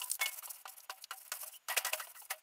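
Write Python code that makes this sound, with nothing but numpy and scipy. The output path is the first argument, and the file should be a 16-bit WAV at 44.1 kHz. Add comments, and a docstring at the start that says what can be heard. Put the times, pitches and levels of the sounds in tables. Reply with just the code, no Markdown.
"""Wire brush on a grill grate.

Outdoors, a phone microphone close to the grate. The brush is pushed to and fro: bristle tips crackle in
waves as they drag, and the brush head knocks the rods, which thud, clink and ring briefly.
In the pauses a faint yard hush and a thin high whine come through. Mono, with little bass."""
import sys
import numpy as np
from scipy import signal
from scipy.fft import rfft, irfft
from scipy.io import wavfile
from scipy.ndimage import uniform_filter1d

SR = 44100
rng = np.random.default_rng(int(sys.argv[2]) if len(sys.argv) > 2 else 0)


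def to_wav(sig):
    """Store sig (one row per channel, or 1-D mono) as 16-bit WAV at the path in sys.argv[1].

    Samples outside -1..1 are clipped; the rate is SR.
    """
    pcm = np.clip(np.atleast_2d(sig), -1, 1) * 32767
    pcm = np.round(pcm).astype(np.int16)
    wavfile.write(sys.argv[1], SR, pcm.T)  # frames by channels


N = 106722

# Spectra of the bristle hiss, the grate's rattle, a knock's body, a sharp crack and the yard.
# Each row: frequency in Hz, relative level in dB.
BRISTLE_SPECTRUM = [(1760, -76), (3000, -39), (3900, -17), (5500, -7), (7200, -8), (8500, -3), (11600, 0),
                    (15600, -3)]
RATTLE_SPECTRUM = [(400, -35.5), (645, -9.5), (1390, -11), (1930, -18), (2090, -13), (2850, -9.5),
                   (3770, -21), (5000, -18), (6500, -52), (11000, -120)]
BODY_SPECTRUM = [(150, -41), (574, -4), (1410, 6), (1940, -21), (2800, 9.5), (3440, -6), (4210, -0.5),
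                 (6000, -23), (7800, -17.5), (13200, -120)]
CRACK_SPECTRUM = [(3000, 1.5), (5000, 10.5), (8000, 9), (12000, 5), (15500, 3.5), (17000, -120)]
YARD_SPECTRUM = [(400, -10), (800, 0), (3000, 0), (4500, -7), (15600, -11)]
# The bristles drag and let go. Each row: start in seconds, length in seconds, hiss level in dB,
# level change along the swish in dB, rattle level in dB.
SWISHES = [(0.0, 0.0069, -46.5, -4, -59.5), (0.016, 0.028, -46.5, 13, -69),
           (0.055, 0.019, -50.5, -5, -65.5), (0.083, 0.078, -47.5, -4, -67), (0.135, 0.0082, -48, 10, -74),
           (0.212, 0.031, -42, -8, -46), (0.256, 0.035, -48.5, 15.5, -61), (0.316, 0.031, -45, -1, -61.5),
           (0.362, 0.03, -47.5, 7, -63.5), (0.431, 0.034, -49.5, -3, -62), (0.485, 0.025, -48, 10, -67),
           (0.535, 0.027, -52.5, 1.5, -66), (0.571, 0.045, -57, 0, -68.5), (0.691, 0.0048, -48, 2, -64.5),
           (0.717, 0.021, -56.5, 3, -64.5), (0.77, 0.014, -55.5, 7, -66.5), (0.8, 0.014, -60, -3, -71),
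           (0.826, 0.023, -63.5, 6, -70.5), (0.909, 0.023, -56.5, -10.5, -57.5), (0.933, 0.03, -64, 7, -78),
           (0.965, 0.026, -62, 3, -67.5), (1.015, 0.024, -54, 2.5, -68.5), (1.116, 0.024, -55, 7.5, -62),
           (1.163, 0.02, -52.0, 5, -68), (1.206, 0.028, -55.5, -2, -67), (1.252, 0.014, -54.5, 1.5, -66),
           (1.278, 0.015, -62.5, 4, -75), (1.338, 0.036, -45.0, -3.5, -55.5),
           (1.393, 0.045, -45.5, 11.5, -60), (1.464, 0.034, -49.5, -3, -62),
           (1.518, 0.05, -54.5, -0.5, -67.5), (1.7, 0.047, -46, -14.5, -46.5),
           (1.773, 0.055, -47.5, -13, -48), (1.858, 0.0072, -39.5, 0, -40.5), (1.874, 0.028, -46.5, 4, -59),
           (1.936, 0.022, -39.5, -12.5, -45.5), (1.976, 0.077, -49, -5.5, -59),
           (2.052, 0.066, -55.5, 4.5, -66), (2.153, 0.054, -54, 0.5, -75), (2.214, 0.049, -58, 1, -72.5),
           (2.309, 0.031, -47.5, -14.5, -50.5), (2.349, 0.041, -64.5, 11, -75)]
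# Modes of the grate. Each entry: frequency in Hz.
MODE_HZ = [627, 767, 995, 1310, 1463, 1762, 1926, 2186, 2520, 2865, 3000, 3445, 4360]
# The same modes. Each row: relative level in dB, time to die by 60 dB (t60) in seconds.
MODE_LEVEL_DECAY = [(-6.5, 0.21), (-3, 0.41), (-2, 0.25), (-7, 0.042), (-7, .12), (-13, 0.65), (-4.5, 0.58),
                    (-10, 0.21), (-12, 0.11), (-11, 0.039), (-36, 0.23), (-15, 0.66), (-11, 0.1)]
# One mode rings out. Each row: start in seconds, seconds until the brush damps it, level in dB.
RINGS = [(0.012, 0.061, -43), (0.211, 0.13, -25.5), (0.214, 0.078, -50.5), (0.207, 0.021, -40),
         (0.67, 0.037, -57.5), (0.891, 0.061, -50), (1.114, 0.047, -50), (1.43, 0.065, -54.5),
         (1.532, 0.034, -49), (1.693, 0.041, -37), (1.695, 0.044, -62), (1.704, 0.04, -42),
         (1.763, 0.1, -49.5), (1.854, 0.043, -41), (1.862, 0.037, -40), (1.921, 0.14, -41),
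         (1.994, 0.034, -49), (2.162, 0.026, -56.5), (2.332, 0.047, -49)]
# Each entry: index of the mode that sounds in that ring.
MODE_OF_RING = [2, 7, 5, 11, 1, 1, 1, 0, 10, 6, 0, 2, 1, 6, 2, 0, 6, 6, 0]
# Rods clear of the bristles ring steadily. Each entry: index of a mode.
UNTOUCHED_MODES = [5, 7, 11]
# The brush head hits the rods. Each row: start in seconds, level in dB, crack against thud in dB,
# thud pitch in Hz, thud t60 in seconds.
KNOCKS = [(0.016, -33.5, 0.5, 2970, 0.077), (0.194, -29.5, -11, 2540, 0.0078),
          (0.213, -21, -3.5, 1870, 0.023), (0.258, -29.5, 4, 2870, 0.072), (0.423, -45, -25, 1255, 0.12),
          (0.474, -39, -24, 944, 0.054), (0.654, -35.5, -11.5, 1240, 0.056), (0.677, -40.5, 3, 2970, 0.035),
          (0.896, -28.5, -8.5, 1180, 0.034), (1.108, -28.5, -5, 1360, 0.069),
          (1.317, -27.5, 3.5, 1420, 0.057), (1.431, -40, -10, 1060, 0.046), (1.684, -29, 1, 1260, 0.048),
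          (1.765, -26.5, -4, 1870, 0.084), (1.775, -20, 3.5, 2640, 0.039), (1.847, -24, 1, 1320, 0.03),
          (1.867, -34, 8, 1720, 0.11), (1.932, -24, 0, 2710, 0.023), (1.995, -34.5, -2.5, 1350, 0.095),
          (2.001, -35.5, -2, 1290, 0.072), (2.07, -39, -21, 750, 0.032), (2.148, -46.5, -25, 1320, 0.13),
          (2.216, -43, -30, 810, 0.048), (2.306, -28.5, 1, 1970, 0.058)]
# Strikes on one rod. Each row: start in seconds, peak in dB, pitch in Hz, t60 in seconds.
CLINKS = [(0.017, -30.5, 2900, 0.017), (0.258, -26, 2910, 0.022), (0.654, -38.5, 870, 0.012),
          (0.899, -36.5, 2753, .02), (1.7728, -19.5, 2630, 0.0055), (1.7728, -29.5, 647.4, 0.013),
          (1.9328, -23.5, 2734, 0.0045)]
# Wires and crumbs snap free. Each row: start in seconds, peak in dB, pitch in Hz.
TICKS = [(0.0424, -35, 9100), (0.0806, -44, 11200), (0.0999, -25, 10900), (0.1145, -19.5, 9200),
         (0.1518, -29.5, 11500), (0.3464, -44, 8740), (0.3755, -44, 12300), (0.4568, -33, 9100),
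         (0.5017, -36, 11300), (0.803, -43.5, 6000), (0.9047, -34, 4460), (1.04, -31.5, 4340),
         (1.279, -42, 11100)]
# The whine in the background. Each row: frequency in Hz, bandwidth in Hz, level in dB.
WHINE_BANDS = [(6821, 60, -82), (13330, 80, -87)]

TIPS_PER_S, TIP_SPREAD_DB = 16000, 1.5
WIRE_BAND_EDGES_HZ = np.geomspace(2000, 16500, 30)  # groups of wires zing in these bands
DRIFT_DB, DRIFT_PER_S, FLUTTER_DB, FLUTTER_PER_S = 2.5, 45, 2.5, 140
RISE_DB_PER_S, HISS_FALL_DB_PER_S, RATTLE_FALL_DB_PER_S = 1600, 1200, 509
DRAG_RING_DB, PRESSED_T60_S = -9.5, 0.065  # the pressing brush caps the rods' ring time
RING_SWELL_S, DAMPED_T60_S = 0.0037, 0.086
WAVER_DB, CYCLES_PER_WAVER, SLIP_S = 3, 9, 0.00008
KNOCK_ATTACK_S, THUD_RELATIVE_WIDTH, BODY_DB, CRACK_T60_S = 0.0011, 0.28, -4, 0.051
KNOCK_RING_DB, RING_SCATTER_DB, CLINK_SWELL_S = -17.5, 3, 0.00045
TICK_ATTACK_S, TICK_T60_S, TICK_RELATIVE_WIDTH, TICK_CRACK_DB = 0.00033, 0.024, 0.2, -9
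YARD_DB, LOW_NOISE_DB, BASS_CUT_HZ, TOP_CUT_HZ = -74, -94, 406, 17000


def undb(db):
    """Gain of a dB value."""
    return 10 ** (np.asarray(db) / 20)


def unit(x):
    """Scaled to rms 1."""
    return x / np.sqrt(np.mean(x ** 2))


def decay(t, t60):
    """Exponential decay, 60 dB in t60 seconds (5 ms at the shortest)."""
    return np.exp(-np.log(1000) * t / max(t60, .005))


def colour(x, spectrum):
    """x shaped by (Hz, dB) points, falling steeply outside them; rms 1."""
    hz, db = np.array(spectrum).T
    log_f = np.log(np.fft.rfftfreq(len(x), 1 / SR) + 1)
    skirt_db = 40 * np.maximum(np.log(hz[0]) - log_f, 0) + 1500 * np.maximum(log_f - np.log(hz[-1]), 0)
    return unit(irfft(rfft(x) * undb(np.interp(log_f, np.log(hz), db) - skirt_db), len(x)))


def resonance(x, hz, width_hz):
    """Two-pole band-pass; rms 1."""
    return unit(signal.lfilter(*signal.iirpeak(hz, hz / width_hz, SR), x))


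def wander(per_s):
    """Glides between random values, per_s of them a second; rms 1."""
    hold = int(SR / per_s)
    steps = np.repeat(rng.standard_normal(2000)[:N // hold + 1], hold)[:N]
    return unit(uniform_filter1d(steps, hold))


def pressed_mode(force, hz, t60):
    """A mode of the grate driven by a force, its ring cut short by the pressing brush; rms 1."""
    width_hz = np.log(1000) / (np.pi * min(t60, PRESSED_T60_S))
    return resonance(force, hz, width_hz)


def swish_envelope(t, level_column, fall_db_per_s):
    """All swishes summed in power, each a quick rise, a sloping hold and a fall."""
    power, coarse_t = 0, t[::16]
    for row in SWISHES:
        age, length, change_db = coarse_t - row[0], row[1], row[3]
        slope_db = change_db * (np.clip(age / length, 0, 1) - .5)
        off_db = RISE_DB_PER_S * np.maximum(-age, 0) + fall_db_per_s * np.maximum(age - length, 0)
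        power += undb(row[level_column] + slope_db - off_db) ** 2
    return np.interp(t, coarse_t, np.sqrt(power))


def bristle_hiss(t):
    """Close up, dense clicks of dragging wire tips merge into a fluttering hiss of drifting colour."""
    hits = rng.random(N) < TIPS_PER_S / SR
    clicks = hits * rng.standard_normal(N) * undb(TIP_SPREAD_DB * rng.exponential(size=N))
    spectrum = rfft(colour(clicks, BRISTLE_SPECTRUM))
    hz, hiss = np.fft.rfftfreq(N, 1 / SR), 0
    for low, high in zip(WIRE_BAND_EDGES_HZ, WIRE_BAND_EDGES_HZ[1:]):
        band = irfft(spectrum * ((hz >= low) & (hz < high)), N)
        hiss += band * undb(DRIFT_DB * wander(DRIFT_PER_S))
    flutter = undb(FLUTTER_DB * wander(FLUTTER_PER_S))
    return unit(hiss) * flutter * swish_envelope(t, level_column=2, fall_db_per_s=HISS_FALL_DB_PER_S)


def grate_rattle(t):
    """The same dragging rattles the grate and stirs its modes."""
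    drag = rng.standard_normal(N) * undb(FLUTTER_DB * wander(FLUTTER_PER_S / 2))
    modes = sum(undb(db) * pressed_mode(drag, hz, t60) for hz, (db, t60) in zip(MODE_HZ, MODE_LEVEL_DECAY))
    rattle = colour(drag, RATTLE_SPECTRUM) + undb(DRAG_RING_DB) * unit(modes)
    return rattle * swish_envelope(t, level_column=4, fall_db_per_s=RATTLE_FALL_DB_PER_S)


def rod_rings(t):
    """Single modes ring until the brush damps them; rubbed ones waver in level and phase."""
    out = 0
    for (start, length, level_db), mode in zip(RINGS, MODE_OF_RING):
        hz, t60 = MODE_HZ[mode], MODE_LEVEL_DECAY[mode][1]
        age, rubbed = np.maximum(t - start, 0), mode not in UNTOUCHED_MODES
        envelope = (1 - np.exp(-age / RING_SWELL_S)) * decay(age, t60)
        damping = decay(np.maximum(age - length, 0), DAMPED_T60_S)
        slip = rubbed * SLIP_S * wander(hz / CYCLES_PER_WAVER)
        tone = np.sin(2 * np.pi * (hz * (t + slip) + rng.random()))
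        waver_db = rubbed * WAVER_DB * wander(hz / CYCLES_PER_WAVER)
        out += undb(level_db + waver_db) * envelope * damping * tone
    return out


def head_knocks():
    """The brush head hits the rods: a hollow thud, a short crack, and a jolt that rings every mode."""
    t = np.arange(8192) / SR
    out = np.zeros(N + len(t))
    rise, fade = 1 - np.exp(-t / KNOCK_ATTACK_S), np.hanning(2 * len(t))[len(t):]
    for start, level_db, crack_db, hz, thud_t60 in KNOCKS:
        noise = rng.standard_normal((4, len(t)))
        jolt, width_hz = rise * decay(t, thud_t60), THUD_RELATIVE_WIDTH * hz
        hollow = resonance(resonance(noise[0], hz, width_hz), hz, width_hz)
        thud = (hollow + undb(BODY_DB) * colour(noise[1], BODY_SPECTRUM)) * jolt
        crack = undb(crack_db) * colour(noise[2], CRACK_SPECTRUM) * rise * decay(t, CRACK_T60_S)
        knock = .5 * (thud + crack)
        for mode_hz, (mode_db, t60) in zip(MODE_HZ, MODE_LEVEL_DECAY):
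            ring = pressed_mode(noise[3] * jolt, mode_hz, t60)
            ring_db = KNOCK_RING_DB + mode_db + RING_SCATTER_DB * rng.standard_normal()
            knock += undb(ring_db) * ring / np.abs(ring).max()
        out[int(start * SR):][:len(t)] += undb(level_db) * knock * fade
    return out[:N]


def rod_clinks(t):
    """A hard point of the brush strikes one rod: a clean tone that swells and dies at once."""
    out = 0
    for start, peak_db, hz, t60 in CLINKS:
        age = np.maximum(t - start, 0)
        envelope = (1 - np.exp(-age / CLINK_SWELL_S)) ** 2 * decay(age, t60)
        tone = np.sin(2 * np.pi * (hz * t + rng.random()))
        out += undb(peak_db) * envelope / envelope.max() * tone
    return out


def wire_ticks():
    """Single wires and crumbs snap free: a few milliseconds of bright noise around a pitch."""
    t = np.arange(4096) / SR
    out = np.zeros(N + len(t))
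    envelope = (1 - np.exp(-t / TICK_ATTACK_S)) * decay(t, TICK_T60_S)
    for start, peak_db, hz in TICKS:
        noise = rng.standard_normal(len(t))
        zing = resonance(noise, hz, TICK_RELATIVE_WIDTH * hz)
        tick = (zing + undb(TICK_CRACK_DB) * colour(noise, CRACK_SPECTRUM)) * envelope
        out[int(start * SR):][:len(t)] += undb(peak_db) * tick / np.abs(tick).max()
    return out[:N]


def yard():
    """Behind the grill, a faint steady hush and a thin high whine, heard in the pauses."""
    hush = undb(YARD_DB) * colour(rng.standard_normal(N), YARD_SPECTRUM)
    whine = sum(undb(db) * resonance(rng.standard_normal(N), hz, width) for hz, width, db in WHINE_BANDS)
    return hush + whine


def scene():
    """What reaches the microphone: brush and grate up close, the yard behind, in mono."""
    t = np.arange(N) / SR
    grill = bristle_hiss(t) + grate_rattle(t) + rod_rings(t) + head_knocks() + rod_clinks(t) + wire_ticks()
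    return (grill + yard())[None]


def record(dry):
    """The sound is left with little bass, a trace of low noise and nothing above 17 kHz."""
    bass_cut = signal.butter(N=5, Wn=BASS_CUT_HZ, btype="high", fs=SR, output="sos")
    top_cut = signal.ellip(8, .2, 70, TOP_CUT_HZ, fs=SR, output="sos")
    low_noise = undb(LOW_NOISE_DB) * colour(rng.standard_normal(N), [(20, 1.5), (150, 1), (500, 0.0)])
    return signal.sosfilt(top_cut, signal.sosfilt(bass_cut, dry) + low_noise)


dry = scene()
out = record(dry)
to_wav(out)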